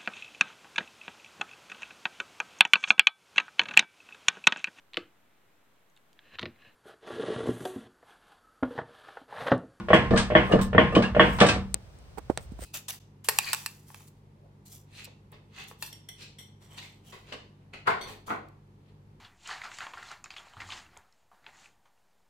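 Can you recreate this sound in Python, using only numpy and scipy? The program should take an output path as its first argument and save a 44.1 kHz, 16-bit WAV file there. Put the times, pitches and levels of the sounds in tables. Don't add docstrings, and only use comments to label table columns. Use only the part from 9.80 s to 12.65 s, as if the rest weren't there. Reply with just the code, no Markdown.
import sys
import numpy as np
from scipy import signal
from scipy.fft import rfft, irfft, next_fast_len
from scipy.io import wavfile
from scipy.ndimage import uniform_filter1d, minimum_filter1d

SR = 44100
rng = np.random.default_rng(int(sys.argv[2]) if len(sys.argv) > 2 else 0)


def to_wav(sig):
    pcm = np.clip(np.atleast_2d(sig), -1, 1) * 32767
    pcm = np.round(pcm).astype(np.int16)
    wavfile.write(sys.argv[1], SR, pcm.T)


def boost(x):
    u = np.asarray(x, float) / 20
    return 10 ** u


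N = 125685

# start_s, peak_db, brightness_db_per_octave
PUSH_KNOCKS = [
    (0.131, -7, 1.5),
    (0.551, -8, 1.5),
    (0.98, -8.5, 1),
    (1.395, -6.5, 2),
]
# start_s, peak_db, brightness_db_per_octave
PLAY_TICKS = [(0.084, -26, 5), (0.103, -13.5, 0), (0.501, -23, 2), (0.519, -21, -3), (0.929, -24.5, 2),
              (0.947, -13, -2.5), (1.347, -25, 4), (1.364, -14, -2.5)]
# start_s, peak_db, brightness_db_per_octave
PULL_THUDS = [(-.11, -24, -3), (.308, -17, -3.5), (.334, -17.5, 6), (.693, -27.5, 5.5), (.712, -21, 7.5),
              (.732, -12.5, -0.5), (.752, -25, 2), (1.122, -31, 8), (1.14, -24.5, 2), (1.162, -12, 1.5),
              (1.76, -30, -0.5)]
# start_s, peak_db, brightness_db_per_octave
END_CLUNKS = [
    (1.6117, -8, 1.5),
    (1.646, -19.5, 0),
    (1.688, -22.5, -1.5),
]
# start_s, peak_db, brightness_db_per_octave
RATTLES = [(-.12, -29, 0), (.133, -41, 6.5), (.306, -30, -4.5), (.36, -29.5, -3), (.374, -29, 5),
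           (.720, -30, -3.5), (.788, -34, -4.5), (.812, -46, 7), (1.150, -31, -1.5), (1.222, -32.5, -2),
           (1.586, -34, -2), (1.602, -23.5, 1), (1.664, -36, 9), (1.686, -27.5, 2)]
# start_s, peak_db, pitch_hz, t60_s
PINGS = [(-.05, -24.5, 1444, 0.15), (-.05, -29, 1066, 0.19), (-.05, -38, 341.5, 0.59),
         (.272, -46, 2300, .04), (.375, -21, 1632, 0.15), (0.552, -14.5, 1110, 0.12),
         (.79, -28.5, 1643, 0.09), (.8, -31, 1066, 0.25), (1.123, -35.5, 2680, 0.13),
         (1.151, -20, 3010, 0.15), (1.152, -27, 3180, 0.075), (1.151, -18, 2484, 0.05),
         (0.721, -25, 2890, 0.1), (1.164, -9, 1087, 0.036), (1.224, -29, 2562, 0.13),
         (1.236, -23.5, 1664, .12), (1.247, -28, 2785, .15), (1.603, -19, 3400, .08),
         (1.689, -21, 2573, 0.16), (1.689, -25, 1590, 0.18), (1.75, -28, 1800, 0.088)]

# pitch_hz, level_db, t60_s
HUB_MODES = [(61.4, -25.5, 0.48), (143.5, -15, 1), (198.5, -13, 0.66), (328, -2, 0.2), (480.2, -6.5, 0.33),
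             (622.2, 2.5, 0.14), (1066, -27, .55), (1129.5, 4, 0.045), (1640, -2, .04), (1811, 5, 0.05),
             (1880, -2, 0.045), (2960, -12, 0.08), (3300, -11, 0.08)]
# pitch_hz, level_db, t60_s
RIM_MODES = [(940, -9, .35), (1066, -8, .6), (1462, -6, .22), (1590, -11, .35), (1690, -10, .35),
             (1806, -11, .3), (2003, -6, .2), (2169, -8, .24), (2910, -6, .24), (3092, -5, .15),
             (3210, -8, .14), (3340, -9, .17)]
# pitch_hz, level_db, t60_s
BALL_JOINT_MODES = [(182.4, -17.5, 0.9), (492, -6, .12), (597, 0, 0.07), (1096, -7, 0.04),
                    (1407, -13, 0.04), (1792, -15, .05)]
# pitch_hz, level_db, t60_s
KNUCKLE_MODES = [(120.7, -11.5, .4), (192.7, -1.5, 0.6), (227, -2.5, 0.5), (314, 3, 0.07),
                 (466.5, -5, 0.32), (502.5, -0.5, 0.17), (656, 1, 0.099), (724.3, -12, 0.3),
                 (1088, -15.5, 0.26), (1198, -10, 0.36), (1746, -19.5, 0.44)]
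# pitch_hz, level_db, t60_s
END_STOP_MODES = [(104, -8, .4), (140, -8, .5), (192, -5, .5), (330, -4, .12), (578, 2, .12), (660, -2, .1),
                  (818, -6, .2), (1163, -10, .3), (1246, -2, .08), (1345, -18, .4), (1754, -1, .06),
                  (484, -1, .22), (738, -6, .3), (2955, -10, .15)]
# pitch_hz, level_db, t60_s
SHIELD_MODES = [(1136, -8, .1), (1345, -14, .25), (1640, -6, .16), (2560, -12, .14), (3010, -14, .14),
                (3700, -16, .12)]

# freq_hz, level_db_per_hz
PUSH_BODY = [(55, -21), (90, 7), (620, 3.5), (1290, -10), (1750, -4.5), (3300, -15), (3700, -28),
             (8000, -52), (16000, -74.5)]
# freq_hz, level_db_per_hz
PULL_BODY = [(53, -35.5), (90, 3.5), (618, 0), (909, -23.5), (1210, -33.5), (9000, -70.5), (11700, -89.5),
             (19800, -120)]
# freq_hz, level_db_per_hz
RATTLE_BODY = [(500, -14.5), (900, -4.5), (2200, -9), (3600, -11), (8000, -24), (16000, -61.5)]
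# freq_hz, t60_s
PUSH_DIES = [(150, 0.53), (420, 0.25), (1100, 0.4), (2900, 0.39), (7700, 0.68)]
# freq_hz, t60_s
PULL_DIES = [(150, 0.38), (500, 0.26), (2000, 0.24)]
# freq_hz, t60_s
RATTLE_DIES = [(1000, 0.36), (4000, 0.26), (10000, 0.21)]
# freq_hz, likeness
NEAR_ALIKE = [(60, .8), (300, .9), (900, .65), (2500, .35), (8000, .3)]

# time_s, level_db
SHUDDER_LEVEL = [(0, -53), (0.152, -35.5), (1.5, -35), (1.8, -35), (2.05, -55), (2.45, -52), (2.52, -50.5),
                 (2.85, -44)]
# freq_hz, level_db_per_hz
SHUDDER_COLOUR = [(13, -32.5), (22, -31), (54, 4), (92, -6), (130, -7.5), (170, -40), (290, -120)]

# start_s, peak_db, pitch_hz, t60_s,
# pan_db (left minus right)
TAPS = [(2.374, -39, 800, 0.065, -18), (2.381, -30, 906, 0.045, -10.5), (2.4978, -27, 800, 0.04, -8),
        (2.4998, -20, 380, .025, -8), (2.5045, -31, 640, .06, -8), (2.719, -36.5, 200, 0.056, -8),
        (2.79, -29.5, 460, 0.018, -16.5), (2.821, -45.5, 515, 0.11, -2.5)]
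# peak_s, rise_s, fall_s, level_db
RUSTLES = [(0.698, 0.048, 0.059, -56), (0.815, 0.0017, 0.029, -35.5), (1.561, 0.093, .03, -47.5),
           (1.652, 0.036, 0.058, -47.5), (2.386, 0.0063, 0.0043, -42), (2.512, 0.013, 0.026, -61.5),
           (2.63, 0.037, 0.018, -53.5), (2.831, 0.02, .03, -40)]
# freq_hz, level_db_per_hz
CLOTH_COLOUR = [(700, -35), (1300, -3), (4000, -11), (16000, -2.5)]

# start_s, peak_db, pan_db (left minus right), echo_db, brightness_db_per_octave
CLICKS = [
    (1.9434, -2, 11, -38, 0),
    (2.188, -44, 0, -20, 1),
    (2.5751, -14, -2, -22, -9),
]
# delay_s, share
BOUNCES = [(.00045, .5), (.0003, .3), (.0005, .55)]
# centre_hz, width_hz, level_db
CASE_MODES = [(707, 350, 10), (1800, 410, 3.5), (3860, 2100, 5), (6000, 820, 10), (8070, 1900, 13.5),
              (13270, 4400, 4)]

# freq_hz, level_db_per_hz
HUSH_COLOUR = [(55, -26.5), (90, 2.5), (270, -17.5), (520, -15), (1600, -26), (6300, -32.5), (16000, -52)]
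# freq_hz, likeness
HUSH_ALIKE = [(60, 1), (950, 0.02), (15000, -0.5)]
# freq_hz, level_db
PORT = [(9700, -0.5), (10700, -32), (11800, -1.5)]
# freq_hz, level_db
MIC = [(5500, 1), (7000, -2), (8600, 6.5), (9700, -2.5), (11800, -8.5), (15500, -7), (16800, -17)]

SCATTER_DB, BEATS_PER_S, ROUGH_HZ, ROUGH_S = 1.5, 75, 1200, 0.03


def unit(x):
    return x / np.sqrt(np.mean(x ** 2) + 1e-20)


def along(points, hz):
    f, value = np.transpose(points)
    return np.interp(np.log(hz + 1), np.log(f + 1), value)


def filtered(x, response):
    m = next_fast_len(x.shape[-1] + 8192)
    spectrum = rfft(x, m) * response(np.fft.rfftfreq(m, 1 / SR))
    return irfft(spectrum, m)[..., :x.shape[-1]]


def add(out, s, x):
    at = round(s * SR)
    x, part = x[:, max(-at, 0):], out[:, max(at, 0):]
    size = min(x.shape[1], part.shape[1])
    part[:, :size] += x[:, :size]


def sides(pan_db):
    return boost([[min(pan_db, 0)], [min(-pan_db, 0)]])


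def pair(size, gain_db, alike, dies=((1, 1e9),)):
    hz, t, z = signal.stft(rng.standard_normal((2, size)), SR, nperseg=256)
    fade = boost(-60 * t / along(dies, hz)[:, None])
    noise = signal.istft(z * fade, SR, nperseg=256)[1][:, :size]
    grid = np.linspace(1, SR / 2, 4096)
    norm = np.sqrt(np.mean(boost(gain_db(grid)) ** 2))

    def mid_side(f):
        turn = np.arccos(np.clip(along(alike, f), -1, 1)) / 2
        return boost(gain_db(f)) / norm * [np.cos(turn), np.sin(turn)]

    mid, side = filtered(noise, mid_side)
    return np.array([mid + side, mid - side])


def strikes(events, modes, body, dies, ring_db, body_db, attack_s, unsteady=1, lasts_s=0.5):
    out, t = np.zeros((2, N)), np.arange(round(lasts_s * SR)) / SR
    hz, level, t60 = np.transpose(modes)[..., None]
    beat, share = np.divmod(t * BEATS_PER_S, 1)
    beat = beat.astype(int)
    rough = unsteady * np.clip(hz / ROUGH_HZ, 0, 1) * np.clip(t / ROUGH_S, 0, 1)
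    shape = (1 - np.exp(-(t / attack_s) ** 2)) * np.clip((t[-1] - t) * 20, 0, 1)
    for s, db, tilt in events:
        luck = rng.standard_normal((3, len(modes), 1))
        knots = rng.standard_normal((2, len(modes), 40))
        sway = knots[..., beat] * (1 - share) + knots[..., beat + 1] * share
        mode_db = level + SCATTER_DB * luck[0] + tilt * np.log2(hz / 600)
        gain = boost(mode_db - 60 * t / t60 - 5.5 * rough * abs(sway[0]))
        detuned_hz = hz * (1 + 0.006 * unsteady * luck[1])
        phase = 2 * np.pi * detuned_hz * t + (0.6 + hz / 1600) * rough * sway[1]
        lean = (0.17 + hz / 1500) * luck[2] / 2
        even = (gain * np.sin(phase) * np.cos(lean)).sum(0)
        odd = (gain * np.cos(phase) * np.sin(lean)).sum(0)
        ring = np.array([even + odd, even - odd])
        clatter = pair(len(t), lambda f: along(body, f) + tilt * np.log2(f / 600 + 0.01), NEAR_ALIKE, dies)
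        add(out, s, boost(db) * shape * (boost(ring_db) * ring + boost(body_db) * clatter))
    return out


def pushes():
    knock = strikes(PUSH_KNOCKS, HUB_MODES, PUSH_BODY, PUSH_DIES, ring_db=-3, body_db=-7, attack_s=0.001)
    rim = strikes(PUSH_KNOCKS, RIM_MODES, PUSH_BODY, PUSH_DIES, ring_db=-9, body_db=-16.5,
                  attack_s=0.012, unsteady=0.6)
    ticks = strikes(PLAY_TICKS, BALL_JOINT_MODES, PUSH_BODY, PUSH_DIES, ring_db=3, body_db=-7.5,
                    attack_s=0.0015, lasts_s=0.3)
    return knock + rim + ticks


def pulls():
    thuds = strikes(PULL_THUDS, KNUCKLE_MODES, PULL_BODY, PULL_DIES, ring_db=-3.5, body_db=-3.5,
                    attack_s=0.002, lasts_s=0.4)
    clunks = strikes(END_CLUNKS, END_STOP_MODES, PUSH_BODY, PULL_DIES, ring_db=-4, body_db=-5,
                     attack_s=0.001, unsteady=0.6)
    return thuds + clunks


def rattle():
    return strikes(RATTLES, SHIELD_MODES, RATTLE_BODY, RATTLE_DIES, ring_db=1.5, body_db=5.5,
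                   attack_s=0.0008, lasts_s=0.3)


def pings():
    out, t = np.zeros((2, N)), np.arange(SR // 3) / SR
    for s, db, hz, t60 in PINGS:
        rough = (hz / 1900) ** 2
        knot_at = t * BEATS_PER_S * (1 + rough)
        waver = [np.interp(knot_at, np.arange(120), knots) for knots in rng.standard_normal((2, 120))]
        note = np.sin(2 * np.pi * hz * t + 0.6 * rough * waver[0] + rng.normal(0, 0.8, (2, 1)))
        decay = boost(db - 60 * t / t60 + 1.6 * rough * waver[1])
        add(out, s, decay * (1 - np.exp(-t / 0.002)) * note)
    return out


def wheel():
    lag_s = 9e-5
    x = pushes() + pulls() + rattle() + pings()
    return filtered(x, lambda f: np.exp([-1j * np.pi * f * lag_s, 1j * np.pi * f * lag_s]))


def shudder():
    s, db = np.transpose(SHUDDER_LEVEL)
    level = boost(np.interp(np.arange(N) / SR, s, db))
    return level * unit(pair(N, lambda f: along(SHUDDER_COLOUR, f), [(50, 0.84)]))


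def clicks():
    out, t = np.zeros((2, N)), np.arange(SR // 5) / SR
    lead = 20

    def case(f):
        return sum((-1) ** k * boost(db) * 1j * f * w / (c * c - f * f + 1j * f * w)
                   for k, (c, w, db) in enumerate(CASE_MODES))

    for (s, db, pan_db, echo_db, tilt), (delay_s, share) in zip(CLICKS, BOUNCES):
        blow = boost(-60 * t / 0.0006) * (2 + 0.4 * rng.standard_normal((2, len(t))))
        blow = np.pad(blow, ((0, 0), (lead, 0)))[:, :len(t)]

        def struck_case(f):
            bounce = 1 + share * np.exp(-2j * np.pi * f * delay_s)
            return case(f) * (1 + 1j * f / 1500) ** (tilt / 6 + 1.11) * bounce

        snap = filtered(blow, struck_case)
        echo = pair(len(t), lambda f: along(HUSH_COLOUR, f) + along(PORT, f) + 1.5 * np.log2(f / 600 + 0.01),
                    HUSH_ALIKE, [(600, 0.15), (4000, 0.08), (9000, 0.03)])
        add(out, s - lead / SR, boost(db) * (snap / abs(snap).max() * sides(pan_db) + boost(echo_db) * echo))
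    return out


def taps():
    out, t = np.zeros((2, N)), np.arange(SR // 5) / SR
    for s, db, hz, t60, pan_db in TAPS:
        thump = boost(-60 * t / (0.5 * t60)) * np.sin(2 * np.pi * hz * t)

        def puff_db(f):
            slope = np.where(f > hz, 15, 2)
            return -np.minimum(slope * abs(np.log2((f + 1) / hz)), 40)

        puff = pair(len(t), puff_db, NEAR_ALIKE, [(300, t60)])
        add(out, s, boost(db) * sides(pan_db) * (1 - np.exp(-t / 0.0007)) * (2.2 * thump + 1.5 * puff))
    return out


def rustle():
    t = np.arange(N) / SR
    swell = sum(boost(db) * np.exp(-0.5 * ((t - s) / np.where(t < s, rise, fall)) ** 2)
                for s, rise, fall, db in RUSTLES)
    grain = boost(3.1 * unit(uniform_filter1d(rng.standard_normal(N), size=60)))
    return swell * unit(grain * pair(N, lambda f: along(CLOTH_COLOUR, f), [(1000, 0.3)]))


def hush():
    return boost(-54) * pair(N, lambda f: along(HUSH_COLOUR, f), HUSH_ALIKE)


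def scene():
    air = wheel() + shudder() + taps() + rustle() + hush()
    return filtered(air, lambda f: boost(along(PORT, f))) + clicks()


def band_limit(x):
    return signal.sosfilt(signal.butter(12, 16960, fs=SR, output="sos"), x)


def record(dry):
    hiss = boost(-74) * rng.standard_normal(dry.shape)
    x = filtered(dry, lambda f: boost(along(MIC, f))) + hiss
    x = filtered(x, lambda f: np.clip((16950 - f) / 600, 0, 1))
    need = minimum_filter1d(0.99 / np.maximum(abs(x).max(0), 0.99), size=260)
    return band_limit(x * uniform_filter1d(need, size=130))


dry = scene()
out = record(dry)
to_wav(out)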